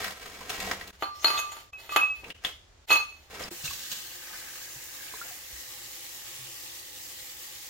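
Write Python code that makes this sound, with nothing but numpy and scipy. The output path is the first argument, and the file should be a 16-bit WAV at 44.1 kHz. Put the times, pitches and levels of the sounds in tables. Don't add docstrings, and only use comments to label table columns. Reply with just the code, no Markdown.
import sys
import numpy as np
from scipy import signal
from scipy.fft import rfft, irfft
from scipy.io import wavfile
from scipy.ndimage import map_coordinates

SR = 44100
rng = np.random.default_rng(int(sys.argv[2]) if len(sys.argv) > 2 else 0)


def store_pcm(level_fs):
    pcm = np.round(np.clip(level_fs, -1, 1) * 32767).astype(np.int16)
    wavfile.write(sys.argv[1], SR, np.atleast_2d(pcm).T)


N = 339129
TIME = np.arange(N) / SR
TAP_ON_S = 3.505
# start in
# seconds, relative knock level in dB, contact brightness in Hz, singing mode in Hz, its excitation in dB.
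DROPS = [(1.024, 1.5, 650, 1190, -29), (1.033, -10.5, 2500, 4300, -34.5), (1.245, 6.5, 3850, 4300, -13.5),
         (1.268, -2, 5000, 2570, -34), (1.281, -2.5, 4500, 1190, -36), (1.303, -.5, 4000, 1190, -27),
         (1.345, -5.5, 3000, 1190, -28.5), (1.376, -8, 4000, 2570, -32), (1.390, -3, 9000, 6500, -48),
         (1.433, -26, 3000, 1190, -32), (1.465, -26, 3000, 2570, -50), (1.520, -14, 9000, 4300, -52),
         (1.567, -16.5, 6000, 1190, -47), (1.732, -23, 5000, 2570, -38), (1.893, -10.5, 2500, 2570, -36.5),
         (1.921, -17, 4000, 1190, -28), (1.962, 11, 2880, 1190, -19), (1.969, -3, 3500, 2570, -24),
         (2.013, -19, 2500, 2570, -19), (2.031, -12, 2500, 2570, -18), (2.10, -26, 2500, 2570, -30),
         (2.448, -19, 5000, 3250, -24), (2.895, -21, 1500, 2570, -25), (2.905, 5, 3030, 1190, -19),
         (2.909, -2.5, 4000, 4300, -18), (2.913, -9, 9000, 12800, -33), (2.916, 2.5, 4000, 2570, -15.5),
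         (2.922, -3, 2000, 1230, -19), (2.926, -5, 4000, 6500, -30), (2.957, -1, 4000, 2570, -20),
         (2.968, -15, 3500, 4300, -21.5), (3.002, -11.5, 2500, 2570, -28.5), (3.123, -29, 3050, 2570, -41)]


def amp(db):
    return 10 ** (np.asarray(db) / 20)


def unit(x):
    return x / np.sqrt(np.mean(x ** 2))


def lookup(points, hz):
    f, value = np.transpose(points)
    return np.interp(np.log(np.maximum(hz, 1)), np.log(f), value)


def response(points, size=2048):
    cepstrum = irfft(np.log(amp(lookup(points, np.fft.rfftfreq(size, 1 / SR)))))
    cepstrum[1:size // 2] *= 2
    cepstrum[size // 2 + 1:] = 0
    h = irfft(np.exp(rfft(cepstrum)))
    return h / np.linalg.norm(h)


def convolve(x, h):
    return signal.oaconvolve(np.atleast_2d(x), np.atleast_2d(h), axes=1)[:, :N]


def add(track, s, sound):
    start = int(s * SR)
    track[..., start:start + sound.shape[-1]] += sound[..., :N - start]


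def fading(t60):
    t = TIME[:int(t60 * SR) + 2]
    return t, amp(-60 * t / t60)


def ring(hz, t60, glide=0):
    t, envelope = fading(t60)
    return envelope * np.sin(2 * np.pi * hz * t * (1 + glide * t / t60))


def resonator(modes):
    h = np.zeros(SR // 2)
    for hz, db, t60 in modes:
        mode = ring(hz, t60)
        add(h, 0, amp(db) * mode / np.linalg.norm(mode))
    return h


def burst(t60, channels=2):
    t, envelope = fading(t60)
    return rng.standard_normal((channels, len(t))) * envelope / np.linalg.norm(envelope)


def wander(rate):
    knots = rng.standard_normal(4096)
    return np.interp(TIME * rate, np.arange(len(knots)), knots)


def clicks(rate, spread_db):
    size = amp(spread_db * np.minimum(rng.exponential(size=N), 4))
    return unit((rng.random(N) < rate / SR) * size * rng.choice([-1, 1], N))


def swells(rows, rise_db_per_s, fall_db_per_s):
    power = np.zeros(N)
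    for s, length, db in rows:
        below = rise_db_per_s * np.maximum(s - TIME, 0) + fall_db_per_s * np.maximum(TIME - s - length, 0)
        audible = below < 80
        power[audible] += amp(db - below[audible]) ** 2
    return np.sqrt(power)


def spread(left_right, merge_hz):
    mid, side = left_right.mean(0), (left_right[0] - left_right[1]) / 2
    side = signal.sosfilt(signal.butter(1, merge_hz, "high", fs=SR, output="sos"), side)
    return np.array([mid + side, mid - side])


def room(x, near_db, far_db, size=22050):
    # frequency in Hz, reverberation time in seconds.
    room_t60 = [(100, 0.37), (500, 0.28), (2000, 0.3), (6000, 0.48), (16000, 0.27)]
    f, t = np.fft.rfftfreq(size, 1 / SR), TIME[:size]
    noise, h = rfft(rng.standard_normal((2, size))), np.zeros((2, size))
    centres = np.geomspace(100, 16000, 8)
    for hz, share in zip(centres, np.eye(len(centres))):
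        envelope = amp(-60 * t / lookup(room_t60, hz))
        band = irfft(noise * lookup(np.c_[centres, share], f), size)
        h += amp(far_db) * band * envelope / np.linalg.norm(envelope)
    add(h, .001, amp(near_db) * burst(t60=.05))
    h = spread(h, merge_hz=600)
    h[:, 0] += 1
    return convolve(x, h / np.sqrt(np.sum(h ** 2) / 2))


def kitchen(counter_db=-58, sink_db=-65.5, hiss_db=-80):
    # frequency in Hz, relative rumble level in dB.
    spectrum = [(15, -22), (35, -9.5), (70, -4.5), (100, -10.5), (160, -26), (430, -21.5), (800, -26.5),
                (1600, -28.5), (7000, -34), (8500, -44), (15000, -58)]
    gain = amp(np.where(TIME < TAP_ON_S, counter_db, sink_db))
    rumble = convolve(rng.standard_normal((2, N)), response(spectrum, size=8192))
    return gain * unit(spread(rumble, merge_hz=400)) + amp(hiss_db) * rng.standard_normal((2, N))


def bag():
    # start and length of a tug in seconds, relative crinkle and thud levels in dB.
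    tugs = [(.005, 0.073, -36, -46.5), (0.228, 0.075, -46, -55), (.1, 0.42, -46.5, -62),
            (0.399, 0.026, -48, -48.5), (0.485, 0.074, -38, -48.5), (0.59, 0.14, -37, -43),
            (0.765, .13, -47.5, -53), (2.232, 0.067, -51.5, -52), (2.446, .016, -39.5, -70),
            (3.308, .08, -46, -51.5), (3.396, 0.086, -42, -47)]
    # start in seconds, relative level in dB, ring pitch in Hz, ring offset in dB.
    snaps = [(.044, -4, 2700, -15), (.108, -12, 1520, -15), (.408, -21, 1000, 8), (.495, -5.5, 2970, -2),
             (.501, 0.5, 1450, -8), (.602, -3, 2770, -11), (.674, -14, 700, 1), (.713, -1.5, 1430, -11),
             (.811, -13.5, 2030, 2), (.876, -12, 3000, -9), (2.243, -27, 2640, 14.5),
             (2.303, -18.5, 2880, 8), (2.448, -3.5, 3390, 8), (2.454, -7.5, 3140, 4),
             (3.408, -19.5, 553, 11), (3.437, -20, 5070, 7)]
    # frequency in Hz, relative level in dB.
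    film_spectrum = [(120, -32), (200, -15), (270, -12.5), (520, -6.5), (930, -11), (1200, -6),
                     (1700, -6.5), (2900, -8), (4400, -13), (7000, -14), (9000, -21), (12000, -22),
                     (16000, -21.5)]
    heap_spectrum = [(25, -16), (50, -13), (80, 4.5), (130, -1.5), (190, -2), (260, -6.5), (550, -3.5),
                     (1000, -9), (3000, -37.5)]
    # frequency in Hz, relative energy in dB, t60 in seconds.
    counter_modes = [(80, -5, .15), (192, -3.5, 0.21), (547, -10, 0.095)]
    bending = swells([(s, span, db) for s, span, db, _ in tugs], rise_db_per_s=900, fall_db_per_s=258)
    shoving = swells([(s, span, db) for s, span, _, db in tugs], rise_db_per_s=500, fall_db_per_s=304)
    crinkle = clicks(rate=1500, spread_db=4.5) * amp(2 * wander(45)) * bending
    ticks, ringing = np.zeros(N), np.zeros(N)
    for s, db, hz, ring_db in snaps:
        add(ticks, s, amp(db) * burst(t60=0.0029, channels=1)[0])
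        tone = ring(hz, t60=9 / hz + 0.0038)
        add(ringing, s, amp(db + ring_db) * tone / np.linalg.norm(tone))
    crackle = convolve(amp(0.5) * crinkle + amp(-0.5) * ticks, response(film_spectrum)) + ringing
    thuds = clicks(rate=260, spread_db=2) * shoving
    heap = amp(0.5) * convolve(thuds, response(heap_spectrum))
    counter = amp(-2.5) * convolve(thuds, resonator(counter_modes))
    return room(crackle, near_db=5.5, far_db=0) + room(heap + counter, near_db=-5.5, far_db=-10)


def basin():
    # centre frequency in Hz, bandwidth in Hz, level in dB.
    resonances = [(70, 60, -82), (117.5, 12, -69), (354.4, 20, -66.5), (515.4, 13.6, -66), (829, 54, -65),
                  (1844, 260, -61)]
    out = np.zeros((2, N))
    for hz, width, db in resonances:
        hum = signal.lfilter(*signal.iirpeak(hz, hz / width, fs=SR), rng.standard_normal((2, N)))
        out += amp(db) * unit(spread(hum, merge_hz=470))
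    return out * (TIME > TAP_ON_S)


def covered(s, halfway_s=5.9, time_constant_s=0.32):
    return 1 / (1 + np.exp((halfway_s - s) / time_constant_s))


def bubbles(low_hz, high_hz, cycles, spread_db, count):
    out = np.zeros(N)
    for when, pitch, size in rng.random((count, 3)):
        hz = low_hz * (high_hz / low_hz) ** pitch
        gain = amp(-spread_db * np.log(max(size, .02)))
        add(out, TAP_ON_S + when * (TIME[-1] - TAP_ON_S), gain * ring(hz, cycles / hz, glide=0.066))
    return out / np.std(out[TIME > TAP_ON_S])


def pool(shallow_hz=1880, deep_hz=2970, spread_oct=0.64):
    out = np.zeros(N)
    for when, pitch, size in rng.random((900, 3)):
        s = TAP_ON_S + when * (TIME[-1] - TAP_ON_S)
        centre_hz = shallow_hz + (deep_hz - shallow_hz) * covered(s)
        hz = centre_hz * 2 ** (spread_oct * (pitch - .5))
        add(out, s, amp(-14 * size) * ring(hz, t60=0.0096, glide=0.037))
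    return out / np.std(out[TIME > TAP_ON_S])


def churn(steady_db=-60.5, flooded_db=-6.5):
    # start in seconds, length in seconds, relative level in dB.
    surges = [(4.3, 0.19, -52.5), (5.05, 0.23, -53), (6.25, 0.17, -55)]
    gain = np.hypot(amp(steady_db), swells(surges, rise_db_per_s=47, fall_db_per_s=70))
    gurgle = bubbles(750, 2200, cycles=16, spread_db=2.5, count=800)
    gurgle *= amp(-3 + flooded_db * covered(TIME))
    return gain * (gurgle + pool())


def spray():
    # start in seconds, length in seconds, level in dB.
    splashes = [(3.64, 0.0075, -30.5), (3.71, 0.044, -37.5), (3.812, 0.01, -34.5), (3.85, 0.21, -51),
                (3.903, 0.022, -33.5), (3.94, 0.0054, -38.5)]
    # frequency in Hz, relative level in dB.
    spectrum = [(300, -8.5), (700, -16.5), (1150, -7.5), (2100, -10.5), (2700, -1), (3600, 1), (4800, -2),
                (6800, -0.5), (9500, -12.5), (15500, -7)]
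    drops = clicks(rate=2200, spread_db=6.0) * swells(splashes, rise_db_per_s=2000, fall_db_per_s=170)
    return convolve(drops, response(spectrum))


def plops():
    # start in seconds, initial frequency in Hz, level in dB, t60 in seconds.
    pockets = [(3.513, 340, -36, .087), (3.640, 140, -37, 0.14), (3.643, 2730, -34, 0.14),
               (3.678, 2580, -27, 0.042), (3.685, 73, -42.5, 0.18), (3.708, 1090, -37, .063),
               (4.284, 1800, -40, .026), (5.139, 1010, -30.5, .018), (5.143, 430, -47, .063),
               (5.214, 1366, -30, 0.055), (5.310, 711, -43.5, 0.13), (4.76, 132, -49, 0.16),
               (5.53, 61, -43.5, .2), (6.389, 125.6, -50.5, 0.65)]
    out = np.zeros(N)
    for s, hz, db, t60 in pockets:
        add(out, s, amp(db) * ring(hz, t60, glide=0.077))
    return room(out, near_db=-6, far_db=-7)


def shifting_pockets(x, depth_db, width_hz, hold_s):
    f, t, cells = signal.stft(x, SR, nperseg=1024)
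    places = np.meshgrid(f / width_hz, t / hold_s, indexing="ij")
    pockets = map_coordinates(rng.standard_normal((300, 200)), places, order=1, mode="mirror")
    return signal.istft(cells * amp(depth_db * pockets), SR, nperseg=1024)[1][:, :N]


def aerator(level_db=-43):
    # frequency in Hz, relative level in dB.
    spectrum = [(150, -28), (300, -5.5), (430, -21.5), (520, -5.5), (620, -16.5), (850, -14.5),
                (1150, -6.5), (1550, -16.5), (1900, 0), (2300, -5.5), (2800, -4), (4500, -3), (7000, -0.5),
                (9000, -6.5), (12000, -5), (15800, -2)]
    fizz = np.array([rng.standard_normal(N) + 0.72 * clicks(rate=2000, spread_db=3.0) for _ in range(2)])
    hiss = spread(convolve(fizz, response(spectrum)), merge_hz=360)
    gain = (TIME > TAP_ON_S) * amp(level_db + wander(25))
    return shifting_pockets(hiss * gain, depth_db=2.2, width_hz=190, hold_s=.11)


def tap(froth_db=-52.5):
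    flow = aerator() + basin()
    churning = churn()
    froth = amp(froth_db) * bubbles(2385, 7900, cycles=37, spread_db=2.0, count=1000)
    return flow + room(churning + froth + spray(), near_db=7, far_db=3) + plops()


def squeaks():
    # loudest moment in seconds, frequency in Hz, level in dB, half length in seconds.
    slips = [(1.189, 5380, -50.5, 0.044), (1.219, 6360, -46, .02), (1.282, 4780, -32, .012),
             (1.377, 3600, -31.5, 0.0077), (1.392, 6520, -31, 0.0096), (1.526, 7000, -44, .012),
             (1.935, 3120, -46, .025)]
    out = np.zeros(N)
    for s, hz, db, half_s in slips:
        chatter = signal.lfilter(*signal.iirpeak(hz, Q=24, fs=SR), clicks(rate=4000, spread_db=2.0))
        out += amp(db) * unit(chatter) * np.exp(-((TIME - s) / half_s) ** 2)
    return room(out, near_db=-3, far_db=-2.5)


def rim(rise_s=0.0012, waver_hz=2.6, sing_fall_db_per_oct=63):
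    # frequency in Hz, relative level in dB,
    # nominal t60 in seconds, phase between left and right in radians.
    modes = [(790, -11.5, 0.15, 0.38), (900, -6, 0.23, .6), (1187, -2, 0.54, 1.16), (1230, -9, 0.52, 3),
             (1420, -23, 0.24, 1.6), (1604, -5.5, 0.26, 0.85), (2130, -23, 0.25, 1), (2568, 1.5, 0.4, 0.79),
             (2578, -11.5, 0.8, 0.77), (3220, -18, 0.2, 1.3), (3920, -7, 0.26, 0.92),
             (4320, -3.5, 0.19, 0.53), (4240, 0, 0.15, 1.9), (4334, -8.5, 0.7, 3), (6490, 8.5, 0.31, 1.76),
             (7110, -12, .35, 1.5), (9200, -5.5, 0.25, 2.4), (11070, 6, .35, 2), (11600, -10, .3, 1.5),
             (12100, -6, .28, 1.9), (13400, -8, 0.21, 1.5), (13560, -4, 0.43, 1.7), (15350, -3, 0.2, 1.7)]
    # frequency in Hz, level relative to the knock in dB.
    stir = [(1180, -36.5), (2570, -42.5), (4300, -44), (6500, -46.5), (9000, -40.5), (15000, -35)]
    size = int((DROPS[-1][0] + 1) * SR)
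    t, out = TIME[:size], np.zeros((2, N))
    for hz, db, t60, lag in modes:
        energy, pitch_ratio = np.zeros(size), hz / stir[0][0]
        treble_damping = pitch_ratio ** 0.35
        for s, knock_db, bright_hz, sing_hz, sing_db in DROPS:
            load_damping = 1 + 0.49 * (s - DROPS[0][0])
            stirred_db = knock_db + lookup(stir, hz) - 10 * np.log10(1 + (hz / bright_hz) ** 2)
            singing_db = sing_db - sing_fall_db_per_oct * abs(np.log2(hz / sing_hz))
            age, decay = fading(0.93 * t60 / load_damping / treble_damping)
            attack = 1 - np.exp(-age / rise_s)
            add(energy, s, (amp(db + max(stirred_db, singing_db)) * attack * decay) ** 2)
        drift_hz = waver_hz * np.sqrt(pitch_ratio) * wander(59.45)[:size]
        phase = 2 * np.pi * (hz * t + np.cumsum(drift_hz) / SR)
        add(out, 0, np.sqrt(energy) * np.sin([phase + lag, phase]))
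    return out + amp(-4.5) * room(out, near_db=1, far_db=10.5)


def bowl():
    # frequency in Hz, relative level in dB.
    knock_spectrum = [(60, -27), (180, -24), (320, -8), (520, -9), (850, -1.5), (1300, 4), (1800, -3.5),
                      (3200, -1.5), (4500, -11.5), (5700, -15), (7000, -6), (8300, -24.5), (13000, -5),
                      (16000, -35)]
    scrape_spectrum = [(200, -13.5), (400, -4), (900, -0.5), (1800, -1.5), (3500, 0), (5500, -5),
                       (7200, -8), (8400, -14.5), (10500, -14.5), (13500, -11), (16000, -12.5)]
    # start and length in seconds, relative level in dB.
    skids = [(1.01, 0.026, -45), (1.15, .08, -52), (1.235, 0.15, -38), (1.45, 0.15, -49.5),
             (1.79, 0.066, -49), (1.91, 0.053, -39), (2.15, 0.058, -55), (2.903, 0.026, -27.5),
             (3.05, 0.21, -60)]
    # frequency in Hz, relative energy in dB, t60 in seconds.
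    clack_modes = [(318, -13, .09), (538, -6.5, 0.075), (797, 2.5, 0.085), (917, -1.5, 0.1),
                   (1196, 3.5, 0.076), (1393, -5, 0.035), (2152, -5, 0.086), (3034, -6.5, 0.092),
                   (3580, -3.5, 0.038), (4280, 1.5, 0.038), (4790, -4, 0.055), (7260, 3.5, 0.028),
                   (9200, 8.5, 0.087), (12030, 4.5, 0.098), (13550, 3, .07), (15350, -5, .1)]
    knocks, body = np.zeros(N), response(knock_spectrum)
    for s, knock_db, bright_hz, *_ in DROPS:
        knock = signal.sosfilt(signal.butter(1, bright_hz, fs=SR, output="sos"), body)
        add(knocks, s, amp(knock_db) * knock / np.linalg.norm(knock))
    scrape = convolve(clicks(rate=2200, spread_db=2.5), response(scrape_spectrum))[0]
    sliding = swells(skids, rise_db_per_s=800, fall_db_per_s=282)
    contact = amp(-1.5) * (knocks + scrape * sliding)
    clack = amp(-17) * convolve(contact, resonator(clack_modes))
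    return room(contact, near_db=3.5, far_db=1.5) + room(clack, near_db=5, far_db=-1)


def scene():
    return bowl() + rim() + squeaks() + bag() + tap() + kitchen()


def record(dry, dip_db=-17, top_hz=15900):
    dip_times = [0.92, 1.716, 2.337, 2.866, 3.5]
    dips = sum(np.exp(-((TIME - s) / .009) ** 4) for s in dip_times)
    low_pass = signal.ellip(10, .2, 70, top_hz, fs=SR, output="sos")
    return signal.sosfilt(low_pass, dry * amp(dip_db * dips))


dry = scene()
out = record(dry)
store_pcm(out)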